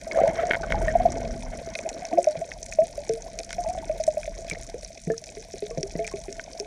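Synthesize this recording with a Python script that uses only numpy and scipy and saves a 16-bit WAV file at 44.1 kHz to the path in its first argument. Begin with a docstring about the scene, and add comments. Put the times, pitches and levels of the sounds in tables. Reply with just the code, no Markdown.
"""A camera in a watertight housing drifts over a coral reef.
From the start, water surges and churns past, and distant snapping shrimp crackle as cavities collapse.
Almost at once air bubbles break loose and pulsate, small ones blipping, large ones ringing through the
housing wall. The housing slips and creaks, a low hum swells and fades after the first rush of bubbles,
and then shrimp snap close by, among further bubbles and a few more creaks."""
import sys
import numpy as np
from scipy import signal
from scipy.fft import rfft, irfft
from scipy.io import wavfile
from scipy.ndimage import uniform_filter1d

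SR = 44100
rng = np.random.default_rng(int(sys.argv[2]) if len(sys.argv) > 2 else 0)


def transcribe(u):
    """Save the signal u as a 16-bit wav file named by the first command-line argument.

    u: samples, shape (n,) or (channels, n), limited to [-1, 1]; the rate is SR.
    q: integer samples, one column per channel.
    """
    v = np.clip(np.atleast_2d(u).T, -1, 1)
    q = np.round(v * 32767).astype(np.int16)
    wavfile.write(sys.argv[1], SR, q)


N = 293706
TIME = np.arange(N) / SR


def undb(db):
    """Amplitude grows tenfold with every 20 dB."""
    return 10 ** (np.asarray(db) / 20)


def unit(x):
    """Normalisation to an rms of 1."""
    return x / np.sqrt(np.mean(x ** 2))


def add(out, start_s, sound):
    """Superposition: a sound adds to those already present."""
    i = int(np.clip(start_s * SR, 0, N - 1))
    out[i:i + len(sound)] += sound[:N - i]


def colour(x, spectrum, size=4096):
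    """Minimum-phase filtering: a causal response of unit energy imposes a spectral shape."""
    hz, db = np.transpose(spectrum)
    bins_hz = np.arange(size // 2 + 1) * SR / size
    gain = undb(np.interp(np.log(bins_hz + 1), np.log(hz), db))
    cepstrum = irfft(np.log(gain))
    cepstrum[1:size // 2] *= 2
    cepstrum[size // 2 + 1:] = 0
    response = irfft(np.exp(rfft(cepstrum)))
    return signal.fftconvolve(x, response / np.linalg.norm(response))[:N]


def restless(rate_hz, depth_db):
    """Random amplitude modulation: noise whose level wanders."""
    wander = np.interp(TIME * rate_hz, np.arange(1024), rng.standard_normal(1024))
    return unit(rng.standard_normal(N) * undb(depth_db * wander))


WALL_HZ, WALL_WIDTH_HZ = 664, 42
def wall(x):
    """A damped resonator: the housing wall passes lows, rings at resonance and shuts out highs."""
    w = 2 * np.tan(np.pi * WALL_HZ / SR)
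    return signal.lfilter(*signal.bilinear([w * w], [1, w * WALL_WIDTH_HZ / WALL_HZ, w * w]), x)


# Modes of the housing shell. Each row: frequency in Hz, 60 dB decay time in seconds, relative level in dB.
SHELL_MODES = [(904, 0.016, -2), (1483, 0.019, 8.5), (1985, 0.0032, 21), (2180, 0.016, 13.5),
               (3115, 0.0093, -3.5)]
def shell(x):
    """Modal vibration: the shell rings briefly, neighbouring modes swinging in opposite directions."""
    t = np.arange(SR // 16) / SR
    ring = sum((-1) ** k * undb(db - 60 * t / t60) * np.sin(2 * np.pi * hz * t)
               for k, (hz, t60, db) in enumerate(SHELL_MODES))
    return signal.fftconvolve(x, ring / np.abs(ring).max())[:N]


def bubble(hz, t60, glide=2.0, settle_s=.04, drift_s=.12, attack_cycles=.29):
    """Damped pulsation of an air pocket: its pitch climbs and settles, and it fades as it drifts off."""
    t = np.arange(int(t60 * SR)) / SR
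    pitch = hz * (1 + glide * settle_s * np.tanh(t / settle_s))
    attack = 1 - np.exp(-t * hz / attack_cycles)
    decay = undb(-60 * t / t60) * np.exp(-(t / drift_s) ** 2)
    return np.sin(2 * np.pi * np.cumsum(pitch) / SR) * attack * decay


def gurgle(count, low_hz, high_hz, cycles, range_db):
    """Incoherent addition: a swarm of bubbles of many sizes sounds through the wall."""
    swarm = np.zeros(N)
    for k, (when, pitch, strength) in enumerate(rng.random((count, 3))):
        hz = low_hz * (high_hz / low_hz) ** pitch
        add(swarm, (k + when) / count * N / SR, undb(range_db * strength) * bubble(hz, cycles / hz))
    return unit(wall(swarm))


# Spectra of surging and of churning water. Each row: frequency in Hz, relative spectral density in dB.
SURGE_SPECTRUM = [(14, -31.5), (34, 5), (60, -5), (100, -11), (200, -12), (420, -39)]
CHURN_SPECTRUM = [(60, -15), (150, -19.5), (330, 5), (600, 5), (900, -18.5), (1300, -29.5), (3000, -10.5)]
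# Movement of the water. Each row: time in seconds, surge level in dB, churning level in dB.
FLOW_LEVELS = [(0.0, -46.5, -46), (.165, -48, -33), (.18, -41.5, -26), (.33, -38.5, -32), (0.39, -39, -28),
               (0.58, -38, -35.5), (0.76, -29, -32.5), (1.02, -32, -33), (1.3, -34.5, -38.5),
               (2.15, -53, -39), (2.58, -46, -46.5), (3.47, -45, -43.5), (3.76, -40.5, -41),
               (4.2, -44, -46), (4.6, -42, -43.5), (5.0, -51.5, -52.5), (5.92, -42.5, -47),
               (6.66, -51.5, -44.5)]
def water(surge_top_hz=450, fizz_growth=1.303):
    """Forced vibration: over slow pressure surges, churning drives wall and shell and stirs up bubbles."""
    times, *levels = np.transpose(FLOW_LEVELS)
    surge_db, churn_db = (np.interp(TIME, times, db) for db in levels)
    lowpass = signal.butter(2, surge_top_hz, fs=SR, output="sos")
    surge = unit(signal.sosfilt(lowpass, colour(rng.standard_normal(N), SURGE_SPECTRUM)))
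    eddies = colour(restless(rate_hz=42, depth_db=7), CHURN_SPECTRUM)
    stirred = gurgle(count=480, low_hz=170, high_hz=850, cycles=12, range_db=20)
    churn = undb(-2) * (unit(wall(eddies)) + stirred)
    hollow = undb(-6) * unit(wall(wall(rng.standard_normal(N))))
    fizz = undb(-3) * unit(shell(restless(rate_hz=110, depth_db=5.5)))
    plinks = undb(3) * gurgle(count=1100, low_hz=780, high_hz=2400, cycles=28, range_db=22)
    return (undb(surge_db) * surge + undb(churn_db) * (churn + hollow)
            + undb(fizz_growth * churn_db) * (fizz + plinks))  # these emerge in hard churning


def impulse(scatter, decay_s=.0024, size=700):
    """Scattering: one sharp pulse is followed by a few milliseconds of echoes off coral and housing."""
    tail = rng.standard_normal(size) * np.exp(-np.arange(size) / SR / decay_s)
    pulse = scatter * tail / np.linalg.norm(tail)
    pulse[0] += 1
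    return pulse / np.linalg.norm(pulse)


def cavity_band(x, hz, q=4):
    """Resonance: the size of a cavity sets the band in which it sounds most strongly."""
    return signal.lfilter(*signal.iirpeak(min(hz, SR / 3), q, fs=SR), x)


# Spectra of a bright crack and a dull tick. Each row: frequency in Hz, relative spectral density in dB.
CRACK_SPECTRUM = [(1000, -56), (2800, 1.5), (3800, 6.5), (4900, 7), (5700, 14.5), (6400, 11.5), (8000, 3),
                  (9900, 2), (11000, -13.5), (14000, -15.5), (15500, -33)]
TICK_SPECTRUM = [(300, -44), (660, -23.5), (1150, -23), (1600, -1.5), (2200, 6.5), (2550, 7), (2850, -17),
                 (3300, -11), (8000, -51)]
def far_shrimp(count=1000, spread_db=3, limit_db=19, level_db=-51.5, centre_hz=6800):
    """Spreading loss: the colony's snaps weaken with distance, and the farthest merge into a hiss."""
    bright, dull = np.zeros((2, N))
    distances = (rng.permutation(count) + 1) / count
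    for (when, size), distance in zip(rng.random((count, 2)), distances):
        pulse = undb(min(-spread_db * np.log(distance), limit_db)) * impulse(scatter=1.7)
        add(bright, when * N / SR, cavity_band(pulse, centre_hz * 4 ** (.5 - size)))
        add(dull, when * N / SR, pulse * size ** 4)  # only the largest cavities sound dull
    bright, dull = (undb(-1) * unit(crackle) + undb(-6.5) * rng.standard_normal(N)
                    for crackle in (bright, dull))
    return undb(level_db) * (colour(bright, CRACK_SPECTRUM) + undb(-7) * colour(dull, TICK_SPECTRUM))


FRAGMENTS, SHED_DB, SHED_WITHIN_S = 3, -11, .045  # pieces shed by each bubble, small or large
# Small bubbles. Each row: start in seconds, level in dB, starting pitch in Hz.
SMALL_BUBBLES = [(.113, -22.5, 2164), (0.393, -29, 1310), (0.633, -26, 1485), (0.7445, -18.5, 811),
                 (0.882, -17, 1830), (3.648, -32, 840), (3.75, -27, 723), (3.825, -36, 882),
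                 (4.512, -19.5, 2280), (5.102, -29.5, 1720), (5.713, -45.5, 1110), (5.954, -38, 1980),
                 (5.992, -34.5, 2160), (6.046, -26.5, 2340), (6.116, -39, 1057)]
def small_bubbles(cycles=91, splash_db=-20, splash_t60=.02, drip_octaves=.45):
    """Bubble resonance: small air pockets splash and ring above the wall's pitch, with drips around."""
    out = np.zeros(N)
    fade = undb(-60 * TIME[:SR // 2] / splash_t60)
    for start, db, hz in SMALL_BUBBLES:
        add(out, start, undb(db) * bubble(hz, cycles / hz))
        splash = cavity_band(rng.standard_normal(len(fade)), hz, q=2.3) * np.sqrt(SR / hz)
        add(out, start, undb(db + splash_db) * splash * fade)
        for when, drop in rng.random((FRAGMENTS, 2)):
            drip = bubble(hz / 2 ** (drip_octaves * drop), cycles / hz / 2)
            add(out, start + when * SHED_WITHIN_S, undb(db + SHED_DB) * drip)
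    return out


# Spectrum of the glug behind a bubble. Each row: frequency in Hz, relative spectral density in dB.
GLUG_SPECTRUM = [(50, -38.5), (140, 0), (270, -5), (450, 0.5), (660, -22.5), (1200, -45.5)]
# Large bubbles. Each row: start in seconds, level in dB, starting pitch in Hz, 60 dB decay time in
# seconds, initial upward glide as a fraction of the pitch per second.
LARGE_BUBBLES = [(.1715, -23.5, 527, 0.1, 4.8), (.186, -24, 630, 0.027, 1.3),
                 (.201, -25.5, 753, 0.12, 0.95), (.215, -17.5, 464, 0.037, 3), (.2345, -20, 540, 0.11, 1.6),
                 (.2719, -25, 577, 0.062, 10), (.3875, -31.5, 686, 0.045, 1.1),
                 (.43, -39.5, 699.6, 0.75, 0.68), (.873, -34, 607, 0.2, 1.8), (.9524, -17.5, 713, 0.03, .4),
                 (.999, -28, 725, 0.11, .5), (1.0527, -22, 704.6, 0.065, 0.95),
                 (1.86, -32.5, 620, 0.027, 0.74), (2.021, -40, 722, 0.091, .7),
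                 (2.128, -27.5, 696, 0.034, 1.8), (2.128, -29, 293, 0.97, 6.1),
                 (2.1735, -28, 692, 0.11, 0.37), (2.183, -20, 552, 0.073, 0.45),
                 (2.2695, -24, 606, 0.14, 0.15), (2.353, -36, 560, 0.036, 1.1),
                 (2.371, -32, 153, 0.16, 2.4), (2.414, -36.5, 665, 0.052, 0.99),
                 (2.786, -22, 591.6, 0.11, 4.6), (2.819, -28.5, 153, 0.042, 1),
                 (2.9776, -35, 571, 0.15, 0.66), (3.0954, -21, 439, 0.27, 1), (3.582, -36, 703, 0.22, 0.23),
                 (3.66, -38, 642, 0.11, 1.1), (3.69, -36, 718, 0.18, 0.61), (3.776, -32, 640, 0.018, 0.91),
                 (3.8951, -29, 586, 0.086, 4.4), (3.999, -32.5, 607, 0.077, 2.8),
                 (4.077, -24.5, 611.5, 0.096, 0.32), (4.1698, -31, 602, 0.1, .3),
                 (4.2763, -34, 585, 0.067, .5), (4.517, -26.5, 155, 0.086, 2.6),
                 (4.742, -31, 426, 0.096, 12.7), (5.072, -22, 168, 0.19, 0.58),
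                 (5.1003, -20.5, 438, 0.18, 1.2), (5.3696, -36, 400, 0.17, 4.9),
                 (5.5387, -29.5, 384, 0.064, 5.3), (5.6238, -25, 413, 0.14, .5),
                 (5.709, -33.5, 458, 0.15, 1.1), (5.774, -23, 425, 0.03, 1.3),
                 (5.7791, -22, 155, 0.088, 0.91), (5.8313, -29, 383, 0.17, 1.7),
                 (5.953, -24, 159.4, 0.12, 2.5), (5.9898, -43.5, 658, 0.26, 1.16),
                 (5.991, -29, 417, 0.25, 1.4), (6.1379, -25.5, 386, 0.1, 2.8),
                 (6.2822, -31, 373, 0.14, 3.9), (6.6007, -31.5, 403, 0.19, 1.9)]
def large_bubbles(pinch_db=-23.5, glug_db=-10, glug_t60=.08, full_size_hz=400, knock_cycles=9):
    """Free oscillation: a bubble pinches off with a tick and rings; water closes behind it with a glug."""
    rings, wake, ticks = np.zeros((3, N))
    fade = undb(-60 * TIME[:SR // 2] / glug_t60)
    for start, db, hz, t60, glide in LARGE_BUBBLES:
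        volume = min(1, full_size_hz / hz) ** 3  # radius varies inversely with pitch
        add(rings, start, undb(db) * bubble(hz, t60, glide))
        add(wake, start, undb(db + glug_db) * volume * fade)
        add(ticks, start, undb(pinch_db) * impulse(scatter=.69))
        for when, pitch in rng.random((FRAGMENTS, 2)):
            fragment_hz = full_size_hz * 3 ** (pitch - .8)
            knock = bubble(fragment_hz, knock_cycles / fragment_hz)
            add(rings, start + when * SHED_WITHIN_S, undb(db + SHED_DB) * volume * knock)
    glugs = colour(wake * rng.standard_normal(N), GLUG_SPECTRUM)
    return wall(rings + glugs) + colour(ticks, TICK_SPECTRUM)


# Slips of the housing. Each row: start in seconds, knock level in dB, level of the bright edge in dB.
HOUSING_SLIPS = [(0.278, -22.5, -14), (0.5057, -20, -43), (0.5099, -6.5, -38), (0.52, -16.5, -40),
                 (.534, -12, -37), (.545, -13, -36), (0.5526, -15, -33), (0.704, -20, -40),
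                 (0.7221, -10, -14.5), (3.5062, -23.5, -15.5), (3.529, -24, -9.5), (6.3954, -20.5, -47)]
def creaks(wall_db=-13):
    """Impulse excitation: each slip sets shell and wall ringing; abrupt ones have a bright edge."""
    knocks, edges = np.zeros((2, N))
    for start, knock_db, edge_db in HOUSING_SLIPS:
        add(knocks, start, undb(knock_db) * impulse(scatter=.45))
        add(edges, start, undb(edge_db) * impulse(scatter=1))
    knocks = uniform_filter1d(knocks, size=4)  # the contact is slightly soft
    wall_ring = undb(wall_db) * wall(knocks) * SR / (2 * np.pi * WALL_HZ)
    return shell(knocks) + wall_ring + colour(edges, CRACK_SPECTRUM)


def hum(hz=245, db=-38, peak_s=1.17, width_s=.22, waver_hz=9):
    """Frequency modulation: a faint low tone wavers at random as it swells and fades."""
    pitch = hz + waver_hz * unit(uniform_filter1d(rng.standard_normal(N), size=1500))
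    swell = undb(db) / np.cosh((TIME - peak_s) / width_s)
    return swell * np.sin(2 * np.pi * np.cumsum(pitch) / SR)


# Nearby snaps. Each row: start in seconds, level in dB, offset of the dull part in dB, ping pitch in Hz.
NEAR_SNAPS = [(1.753, -21, -8, 4040), (1.789, -24.5, -8.5, 3980), (1.8907, -19, -20.5, 7200),
              (2.0522, -26, -15.5, 6000), (2.2432, -25, -10, 5900), (2.517, -32.5, 3.5, 3340),
              (2.663, -24, -27, 8000), (2.7243, -31.5, -1, 6000), (3.0926, -22.5, -19.5, 5700),
              (3.136, -24, -22.5, 9700), (3.389, -18.5, -18, 5460), (4.0382, -19.5, -23, 6100),
              (4.2315, -33.5, -2, 5040), (4.4988, -15, -24, 7750), (5.2403, -26.5, -18, 5830),
              (5.83, -19, -17, 5200), (6.0768, -23, -11, 7500), (6.3267, -22.5, -27, 6500),
              (6.5995, -19, -27, 5400)]
def near_shrimp(bright_db=4, dull_db=23, ping_db=10):
    """Cavitation: each collapsing cavity gives its own ping and balance of bright crack and dull tick."""
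    bright, dull = np.zeros((2, N))
    for start, db, offset_db, hz in NEAR_SNAPS:
        pulse = impulse(scatter=1)
        ping = undb(ping_db) * cavity_band(pulse, hz)
        add(bright, start, undb(db + bright_db) * (pulse + ping))
        add(dull, start, undb(db + offset_db + dull_db) * pulse)
    return colour(bright, CRACK_SPECTRUM) + colour(dull, TICK_SPECTRUM)


def scene():
    """Superposition: all sources add at one microphone inside the housing."""
    return (water() + far_shrimp() + small_bubbles() + large_bubbles()
            + creaks() + hum() + near_shrimp())[None]


def record(dry, top_hz=15300):
    """Band limiting: the camera's steep low-pass filter removes the highest treble."""
    return signal.sosfilt(signal.ellip(8, .2, 70, top_hz, fs=SR, output="sos"), dry)


dry = scene()
out = record(dry)
transcribe(out)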